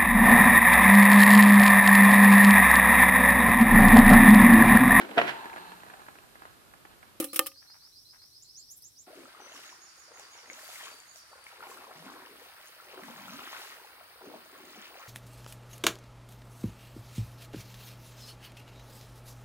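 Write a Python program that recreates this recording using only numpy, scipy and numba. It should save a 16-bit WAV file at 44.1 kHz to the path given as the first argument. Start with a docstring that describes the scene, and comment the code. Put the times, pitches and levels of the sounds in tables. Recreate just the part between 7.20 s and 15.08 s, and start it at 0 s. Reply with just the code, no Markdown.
"""A stony river bank, then a wide view of the river.
On the bank a small fish flaps in a metal pot (ringing modes and wet noise slaps), birds whistle in the trees
(gliding sines with echoes) and a net scrapes and rustles (bursts of filtered noise). At the river someone wades
and works a net far off: clouds of bubble rings glug, slosh, fizz and spray while birds still call.
Shaped noise gives each place its hush, a thin cricket band throughout and an insect hiss over the river."""
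import sys
import numpy as np
from scipy import signal
from scipy.fft import rfft, irfft
from scipy.io import wavfile
from scipy.ndimage import uniform_filter1d
from numba import njit

SR = 44100
rng = np.random.default_rng(int(sys.argv[2]) if len(sys.argv) > 2 else 0)


def elevation(decibels):
    """Turn decibel levels (scalar or array-like) into linear amplitude ratios."""
    levels = np.asarray(decibels, float)
    return 10 ** (levels / 20)


def bounce(signal):
    """Save signal as a 16-bit WAV file at the path given by the first command-line argument."""
    frames = np.transpose(np.atleast_2d(signal))
    limited = np.clip(frames, -1, 1)
    pcm = np.round(limited * 32767).astype(np.int16)
    wavfile.write(sys.argv[1], SR, pcm)


N = 347508
T = np.arange(N) / SR
CUT_S = 1.866  # the scene changes from the bank to the river


def unit(x):
    """Normalisation: scale to an rms of one."""
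    return x / np.sqrt(np.mean(x ** 2))


def band(x, lo_hz, hi_hz, order=2):
    """Band-pass filtering: keep the spectrum between two corner frequencies."""
    corners = [lo_hz, min(hi_hz, .45 * SR)]
    return signal.sosfilt(signal.butter(order, corners, "bandpass", fs=SR, output="sos"), x)


def colour(x, points):
    """Spectral shaping: weight noise by (frequency [Hz], level [dB]) points, joined on a log axis."""
    hz, db = np.transpose(points)
    f = np.fft.rfftfreq(x.shape[-1], 1 / SR) + 1
    gain = elevation(np.interp(np.log(f), np.log(hz), db))
    return unit(irfft(rfft(x) * gain, x.shape[-1]))


def curve(table):
    """Envelopes: interpolate level columns in dB, near silent before the table, then holding its last value."""
    s, *columns = np.transpose(table)
    return [elevation(np.interp(T, s, db, left=-140)) for db in columns]


def bursts(rows):
    """Incoherent addition: events swell to a peak, decay exponentially, and their powers add."""
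    power = 0
    for s, db, rise, t60 in rows:
        swell = np.clip(1 + (T - s) / (2 * rise), 0, 1) ** 2
        decay = np.exp(-np.log(1000) * np.maximum(T - s, 0) / t60)
        power = power + (elevation(db) * swell * decay) ** 2
    return np.sqrt(power)


def waver(rate_hz, depth_db):
    """Slow amplitude modulation: a smoothed random gain of the given rms depth."""
    k = int(SR / rate_hz)
    steps = rng.standard_normal(800).repeat(k)[:N]
    return elevation(depth_db * unit(uniform_filter1d(steps, k)))


def pan(x, db=0., lag=0):
    """Stereo cues: a level difference, left minus right, and a delay of the left by lag samples."""
    return np.array([np.roll(x, lag) * elevation(db / 2), x * elevation(-db / 2)])


def scatter(x, t60, build=0.003):
    """Diffuse scattering: many small echoes from leaves and banks build up and decay, unlike at each ear."""
    t = T[:int(.5 * SR)]
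    envelope = np.exp(-np.log(1000) * t / t60) * (1 - np.exp(-t / build))
    tail = rng.standard_normal((2, len(t))) * envelope
    tail /= np.sqrt(np.sum(tail ** 2) / 2)
    return signal.fftconvolve(np.atleast_2d(x), tail, axes=1)[:, :N]


def stereo_noise(like_hz):
    """Interaural coherence: noise alike in both channels in the bass and unrelated in the treble."""
    mid, side = rng.standard_normal((2, N))
    side = signal.sosfilt(signal.butter(1, like_hz, "highpass", fs=SR, output="sos"), side)
    return np.array([mid + side, mid - side])


@njit
def rings(count, start, hz, t60, size, glide, swell, sr):
    """Damped oscillation: rings swell over some cycles; a bubble rises in pitch as it nears the surface."""
    out = np.zeros(count)
    for k in range(len(start)):
        n = int(t60[k] * sr)
        step, level, phase = 2 * np.pi * hz[k] / sr, size[k], 0.
        fade, rise = np.exp(-np.log(1000.) / n), (1 + glide[k]) ** (2 / n)
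        for i in range(start[k], min(start[k] + n, count)):
            out[i] += level * np.sin(phase) * min(phase / (2 * np.pi * swell), 1.)
            phase += step
            level *= fade
            step = min(step * rise, 2.6)  # stays below half the sample rate
    return out


def ring(s, hz, t60, size, glide, swell):
    """Superposition: sum damped rings whose settings may each be one value or one per ring."""
    hz = np.asarray(hz, float)
    one = np.ones(len(hz))
    start = (s * SR * one).astype(np.int64)
    return rings(N, start, hz, np.maximum(t60 * one, .001), size * one, glide * one, swell, float(SR))


def froth(count, hz, octaves, cycles, spread_db, glide):
    """Bubble acoustics: a cloud of rings at random moments and sizes around a moving pitch."""
    when, up, size_draw, life, down = rng.random((count, 5)).T
    s = CUT_S + when * (T[-1] - CUT_S)
    centre_hz = (hz * np.ones(N))[(s * SR).astype(int)]
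    pitch = np.minimum(centre_hz * 2 ** (octaves * (up - down)), .36 * SR)
    # a few bubbles are much larger than the rest
    size_db = np.minimum(-spread_db * np.log(size_draw + 1e-9), 4 * spread_db)
    size = elevation(size_db) * np.sqrt(pitch)  # short high rings count as much as long low ones
    return unit(ring(s, pitch, cycles * (.5 + life) / pitch, size, glide * life, swell=0.9))


def air():
    """Broadband ambience: shaped noise is each place's hush; narrow bands are cricket and insect hiss."""
    # spectrum of the hush on the bank: (frequency [Hz], density [dB per Hz])
    bank_shape = [(15, -40), (25, -7.5), (114, 0), (200, -11), (309, -6.5), (489, -14.5), (796, -15.5),
                  (2840, -21), (3920, -9), (4490, -13.5), (5570, -2), (7310, -21), (7920, -13),
                  (14000, -12), (16000, -23)]
    # spectrum of the hush at the river: (frequency [Hz], density [dB per Hz])
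    river_shape = [(15, -43), (25, -16), (64, 8), (256, -2.5), (344, 8), (405, -13), (1330, 12.5),
                   (3340, 2), (4740, 7), (6210, -10.5), (6740, -42), (7710, -13), (8590, 3.5), (11900, -8),
                   (16000, -30)]
    # swelling insect hiss: (time [s], upper band level [dB], lower band level [dB])
    hiss_levels = [(1.87, -81.5, -67), (2.38, -87.5, -74), (2.52, -91, -72), (2.8, -97, -80.5),
                   (3.24, -90, -75), (3.56, -81.5, -77), (3.89, -105, -88), (4.24, -87, -75),
                   (4.44, -84.5, -63.5), (4.8, -81, -65.5), (5.25, -68, -63), (5.72, -68.5, -64),
                   (6.3, -67, -58), (6.57, -66.5, -63), (6.89, -66.5, -65), (7.88, -63.5, -67)]
    bank = elevation(-61.5) * colour(stereo_noise(150), bank_shape)
    river = elevation(-58.5) * colour(stereo_noise(130), river_shape)
    upper, lower = curve(hiss_levels)
    hiss = upper * unit(band(rng.standard_normal((2, N)), 15000, 15750))
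    hiss += lower * unit(band(rng.standard_normal((2, N)), 10000, 14800))
    cricket_hz, cricket_db = 8560, -80
    cricket = unit(band(rng.standard_normal((2, N)), cricket_hz - 300, cricket_hz + 300))
    hiss_side = elevation(np.array([[-2.5], [2.5]]))  # stronger on the right
    return np.where(T < CUT_S, bank, river) + elevation(cricket_db) * cricket + hiss * hiss_side


def fish():
    """Modal excitation: each flap rings the pot, higher modes for harder blows, and leaves a bright wet slap."""
    # blows of the fish: (time [s], slap level [dB], pot ring level [dB], slap t60 [s],
    #                     left minus right of the slap [dB], hardness [dB per octave])
    flaps = [(.0005, -24.5, -29.5, 0.075, -0.5, -8.5), (0.025, -43, -34, 0.32, -2.5, -1.5),
             (0.0425, -29.5, -35.5, 0.038, -3, -2.5), (0.1316, -33.5, -38, 0.062, 1, -1.5),
             (0.144, -35.5, -47, 0.045, 1, -2), (0.1596, -21.5, -37.5, 0.061, 1, -2.5),
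             (0.1922, -9, -17, 0.014, -4.5, 3), (0.2615, -36, -40.5, 0.057, -2, 6.5),
             (0.2673, -28, -51, 0.04, 2, 1.5), (0.317, -63, -54.5, .05, -11, 7)]
    # modes of the metal pot: (frequency [Hz], level [dB], t60 [s])
    pot_modes = [(286, -23, 0.33), (323, -9.5, 0.16), (339, -21, 0.12), (517.4, -7.5, 0.095),
                 (546, -18, 0.25), (780, -21.5, 0.16), (875, -21.5, 0.11), (1182, -10.5, 0.088),
                 (1224, -10.5, 0.11), (1340, -19.5, 0.042), (1592, -23.5, .05), (1803, -13, 0.066),
                 (2075, -13.5, 0.032), (2504, -18, .04), (2655, -13, 0.039), (2760, -19, 0.0211),
                 (3110, -20, 0.084), (3300, -30, .04)]
    # spectrum of the wet slap: (frequency [Hz], density [dB per Hz])
    slap_shape = [(710, -39), (1200, -2), (1660, -13.5), (2620, -4.5), (4650, -12.5), (5780, -9),
                  (6230, -14.5), (9310, -2.5), (11900, -3), (16000, -5.5)]
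    out = np.zeros((2, N))
    hz, mode_db, t60 = np.transpose(pot_modes)
    shared = rng.standard_normal(N)
    slap = colour(shared + elevation(8) * rng.standard_normal((2, N)), slap_shape)
    slap *= elevation(0.38 * rng.standard_normal(N // 64 + 1)).repeat(64)[:N]  # the wet skin sputters
    for s, db, pot_db, slap_t60, pan_db, hard_db in flaps:
        after = np.maximum(T - s, 0)
        decay = np.exp(-np.log(1000) * after / slap_t60)
        weak_tail = elevation(-28.5) * np.exp(-after / 0.029)
        out += elevation(db) * slap * pan((T >= s) * (decay + weak_tail), pan_db)
        tilt_db = hard_db * np.log2(hz / 1000)
        struck = elevation(pot_db + mode_db + tilt_db + 0.78 * rng.standard_normal(len(hz)))
        out += pan(ring(s, hz, t60, struck, 0, swell=0.43), 2.0)
    return band(out, 130, 22000, order=1)


def birds():
    """Frequency glides: near-sine whistles, which the trees smear, the far ones almost wholly."""
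    # kinds of whistled note: (length [s], from [Hz], to [Hz], bend [over 1 levels off, under 1 lingers at the
    #   start], loudest at [share 0-1], direct level [dB], left minus right [dB], echo t60 [s])
    note_kinds = [(0.115, 4000, 6200, 1.2, 0.21, -12.5, -1, 0.33),
                  (0.086, 3400, 7680, 1.3, 0.66, -6, -2.5, 0.1),
                  (0.036, 3500, 7650, 1.4, 0.77, 0, -5, 0.14), (.12, 5990, 5920, 1.1, 0.15, -20, 3, 0.4),
                  (.1, 6480, 8800, 0.398, 0.05, -16, -4.5, 0.69),
                  (0.06, 6000, 4300, 1.4, 0.15, -20, -2, 0.73), (0.095, 4640, 4570, 2.1, 0, -25, -6, 0.26)]
    # phrases of repeated notes: (first note [s], gap [s], growth of each gap [s], first level [dB], last level [dB])
    phrases = [(.078, .1275, .0003, -50.5, -53), (1.322, 0.136, 0.0029, -45, -49), (1.203, .1, 0, -51, -50),
               (2.199, .1, 0, -51.5, -51.5), (2.288, .154, .004, -53.5, -53), (3.45, .17, .07, -58, -54),
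               (2.335, .155, .005, -50.5, -51.5), (3.96, .1, 0, -51, -50), (2.685, .166, 0.0056, -64, -60),
               (3.42, .28, 0, -54, -53.5), (3.77, .11, -.002, -59, -59.5)]
    # kind of note in each phrase: (row of note_kinds)
    phrase_kind = [0, 1, 2, 3, 4, 4, 5, 5, 6, 6, 6]
    # length of each phrase: (number of notes)
    phrase_notes = [11, 4, 1, 1, 7, 3, 6, 1, 4, 2, 5]
    warble_hz, flutter_db = 44.7, 3.5  # rms; far birds' notes wobble in pitch and are mottled in level
    wobble = unit(band(rng.standard_normal(N), 45, 480))
    flutter = unit(band(rng.standard_normal(N), 16, 60))
    out = 0
    for kind, (length, from_hz, to_hz, bend, loudest, direct_db, pan_db, t60) in enumerate(note_kinds):
        song = np.zeros(N)
        u = np.arange(int(length * SR)) / int(length * SR)
        peak_warp = np.log(.5) / np.log(np.maximum(loudest, .05))
        shape = np.sin(np.pi * u ** peak_warp) ** 1.07
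        glide_hz = to_hz + (from_hz - to_hz) * (1 - u) ** bend
        far = direct_db < -12
        for (first, gap, longer, first_db, last_db), which, notes in zip(phrases, phrase_kind, phrase_notes):
            if which != kind:
                continue
            for k, db in enumerate(np.linspace(first_db, last_db, notes)):
                i = int((first + k * gap + longer * k * (k - 1) / 2) * SR)
                span = slice(i, i + len(u))
                hz = glide_hz + warble_hz * far * wobble[span]
                level = elevation(db + flutter_db * far * flutter[span])
                song[span] += level * shape * np.sin(2 * np.pi * np.cumsum(hz) / SR)
        heard = elevation(direct_db) * pan(song) + scatter(song, t60, build=0.00091)
        on_bank = phrases[phrase_kind.index(kind)][0] < CUT_S
        out = out + heard * pan((T < CUT_S) == on_bank, pan_db)  # each kind is heard in one place only
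    return out


def net():
    """Friction noise: nylon mesh drags over stones in low scrapes, then crackles crisply."""
    # low scrapes: (time of peak [s], level [dB], half of the rise [s], t60 [s])
    drags = [(.36, -66, 0.0047, .08), (.426, -59.5, 0.013, 0.35), (.5, -64.5, .01, 0.48),
             (.55, -63, 0.011, 0.36), (.625, -66.5, .01, 0.23), (.67, -68, .01, .3),
             (.936, -59, 0.0071, 0.25), (1.026, -64.5, 0.026, 0.16)]
    # crisp crackles: (time of peak [s], level [dB], half of the rise [s], t60 [s])
    crackles = [(1.518, -47.5, .015, .08), (1.57, -52, 0.018, .3), (1.626, -56, .03, 0.24)]
    grain_db = 4.95 * rng.standard_normal((2, 1, N // 128 + 1))
    grit = rng.standard_normal((2, 2, N)) * elevation(grain_db).repeat(128, axis=2)[..., :N]
    scrape = bursts(drags) * unit(band(grit[0], 730, 1970))
    return scrape + bursts(crackles) * unit(band(grit[1], 9000, 14000))


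def wading():
    """Bubble resonance: big bubbles glug, middle ones slosh, tiny ones fizz; droplets patter as spray."""
    # how hard the water is stirred: (time [s], slosh level [dB], fine fizz level [dB], slosh pitch [Hz])
    stirring = [(1.87, -55, -69, 693), (2.0, -58.5, -58, 520), (2.08, -59.5, -61, 990),
                (2.37, -55.5, -56, 1155), (2.5, -60, -57.5, 1250), (2.62, -69.5, -93, 990),
                (2.82, -66.5, -94, 1004), (2.97, -58, -61, 802), (3.28, -59.5, -61.5, 1010),
                (3.47, -55.5, -53.5, 1124), (3.66, -51.5, -50.5, 1460), (3.76, -64, -61.5, 887),
                (4.07, -72.5, -87, 1005), (4.131, -56, -83, 920), (4.28, -62.5, -57.5, 1225),
                (4.38, -57, -61, 1080), (4.45, -50, -55.5, 1120), (4.7, -56, -61, 800),
                (4.86, -55, -56.5, 616), (5.03, -54, -60.5, 1190), (5.13, -61.5, -58.5, 613),
                (5.27, -56, -60, 1068), (5.52, -64, -59.5, 1156), (5.771, -52, -56.5, 583),
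                (5.84, -51, -55.5, 1000), (6.08, -52.5, -55, 1095), (6.35, -51, -47, 1100),
                (6.47, -54, -50, 1260), (6.6, -57, -59, 1007), (6.93, -61.5, -66, 990),
                (7.071, -49.5, -60, 510), (7.29, -59, -61.5, 1011), (7.5, -58.5, -56, 853),
                (7.88, -51.5, -56.5, 1113)]
    # gulps of deep bubbles: (time of peak [s], level [dB], pitch [Hz], half of the rise [s], t60 [s])
    gulps = [(1.875, -55.5, 343, .005, 0.32), (2.0, -54, 295, .08, 0.36), (2.22, -59.5, 360, 0.048, 0.25),
             (2.35, -62, 377, .03, 1.14), (3.0, -75, 354, 0.11, 1.2), (3.32, -64, 282, 0.065, .4),
             (3.74, -62.5, 402, 0.15, 0.17), (4.44, -60.5, 400, 0.079, 0.8), (4.52, -62.5, 362, 0.038, 1.2),
             (4.86, -56.5, 240, 0.092, 1.16), (5.11, -61.5, 346, 0.032, 1), (5.7, -70, 374, 0.068, 0.18),
             (5.78, -58, 370, 0.047, 0.42), (5.85, -55.5, 240, .02, 2), (6.1, -55, 220, 0.084, 1.34),
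             (6.35, -67, 398, .1, 2.3), (7.07, -54.5, 390, 0.069, 0.56), (7.15, -59, 295, .04, 0.39),
             (7.48, -57.5, 307, 0.15, 0.66), (7.7, -65, 352, 0.06, 0.77)]
    # splashes that throw droplets: (time of peak [s], relative level [dB], half of the rise [s], t60 [s])
    splashes = [(2.0, -67, 0.16, 1.5), (2.36, -58.5, 0.042, 1.1), (2.79, -66.5, 0.065, 0.56),
                (2.99, -64.5, .05, 1.4), (3.4, -56.5, .1, 1.5), (3.54, -52, 0.12, 1.3),
                (3.98, -58.5, .06, 0.2), (4.08, -67, .03, 3.3), (4.28, -66.5, .04, .8),
                (4.51, -56.5, .05, 0.48), (4.86, -68, 0.23, 1), (5.25, -68, .06, 0.54),
                (5.47, -65, 0.048, .4), (5.84, -63, .03, 1.5), (6.1, -66.5, 0.066, 1.5),
                (6.42, -57, .12, 0.96), (7.51, -71, .03, .6), (7.86, -71.5, .08, 1.1)]
    # single bubbles, drips and deep pockets of air: (time [s], relative level [dB], starting pitch [Hz])
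    bubbles = [(1.878, -38, 693), (1.93, -39, 630), (1.965, -43, 374), (2.035, -42, 527),
               (2.055, -38, 1250), (2.148, -36, 1195), (2.2, -36.5, 800), (2.219, -41, 1350),
               (2.26, -41, 1250), (2.296, -39, 1440), (2.354, -38, 1150), (2.499, -40, 1700),
               (2.526, -37, 960), (2.913, -44.5, 480), (3.315, -41.5, 510), (3.373, -45, 1290),
               (3.391, -35, 1710), (3.558, -32, 2030), (3.609, -31, 1710), (3.955, -47, 640),
               (4.13, -40.5, 886), (4.313, -37, 1300), (4.428, -29, 1335), (4.469, -36, 765),
               (4.514, -32, 1000), (4.643, -38, 1200), (4.686, -42, 460), (4.749, -49, 148),
               (4.794, -45, 161), (4.845, -46, 258), (4.86, -39.5, 254), (5.099, -44, 394),
               (5.216, -40.5, 473), (5.401, -44, 1920), (5.6, -34.5, 1340), (5.775, -35, 367),
               (5.82, -42, 201), (5.897, -41, 224), (5.997, -47, 220), (6.081, -31, 1310),
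               (6.092, -40, 181), (6.179, -52, 275), (6.6, -40, 930), (6.646, -37, 848),
               (6.809, -39.5, 662), (7.016, -50, 386), (7.06, -41.5, 410), (7.139, -34, 632),
               (7.149, -43, 220), (7.575, -42.5, 208), (7.793, -43, 685)]
    # droplet ticks and plops: (time [s], relative level [dB], starting pitch [Hz], t60 [s])
    ticks = [(2.7576, -43, 6600, 0.003), (2.9971, -28.5, 7000, 0.0019), (3.3, -28.5, 2130, 0.01),
             (3.304, -40, 1600, .008), (4.267, -33.5, 2190, 0.012), (6.193, -31, 1250, 0.015),
             (3.3326, -31, 5960, 0.0063), (3.7529, -40.5, 10800, 0.003), (3.8023, -35, 6900, 0.0037),
             (3.9597, -30, 5500, 0.0019), (4.241, -37, 9460, 0.0033), (4.412, -37.5, 12960, 0.003),
             (5.224, -45, 12300, 0.003), (5.4849, -37.5, 9700, 0.003)]

    s, slosh_db, fizz_db, hz = np.transpose(stirring)
    slosh, fizz = curve(np.transpose([s, slosh_db, fizz_db]))
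    slosh_hz = np.interp(T, s, hz)
    # any stirring throws some droplets, splashes throw more
    spray = np.hypot(elevation(-11.5) * fizz, elevation(3.5) * bursts(splashes))
    s, db, hz, rise, t60 = np.transpose(gulps)
    deep = bursts(zip(s, db, rise, t60)) * (T > CUT_S)
    deep_hz = np.interp(T, s, hz)

    lap_hz, lap_db = 16, 1.5  # small waves make the level waver
    water = deep * froth(count=1200, hz=deep_hz, octaves=0.48, cycles=11.8, spread_db=1.1, glide=0.345)
    middle = froth(count=3500, hz=slosh_hz, octaves=1.484, cycles=17, spread_db=3.5, glide=0.584)
    water += slosh * waver(lap_hz, lap_db) * middle
    tiny = froth(count=12000, hz=2800, octaves=1.446, cycles=18.2, spread_db=3.5, glide=0.66)
    water += fizz * waver(lap_hz, lap_db) * tiny

    s, db, hz = np.transpose(bubbles)
    cycles = 23 + 1.6 * np.log2(hz / 1000)  # until 60 dB down; smaller bubbles ring for more cycles
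    single = ring(s, hz, cycles / hz, elevation(db), 0.1, swell=2.2)
    s, db, hz, t60 = np.transpose(ticks)
    single += ring(s, hz, t60, elevation(db), 0.057, swell=0.17)
    drops = np.array([froth(count=25000, hz=7360, octaves=1.305, cycles=8.1, spread_db=2.1, glide=0.044)
                      for _ in range(2)])

    direct = pan(water + single, 2.1, lag=5) + spray * drops
    echo = scatter(water + single, t60=0.26)
    return band(elevation(-1.0) * direct + elevation(-7) * echo, 87, 17000, order=3)


def scene():
    """Superposition: the pressures of all sources add."""
    return air() + fish() + birds() + net() + wading()


def band_limit(x):
    """A steep low-pass at the top of the band."""
    return signal.sosfilt(signal.butter(12, 15900, fs=SR, output="sos"), x)


def record(dry):
    """Signal chain: takes the summed sources as the finished mix and returns its recorded form."""
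    return band_limit(dry)


dry = scene()
out = record(dry)
bounce(out)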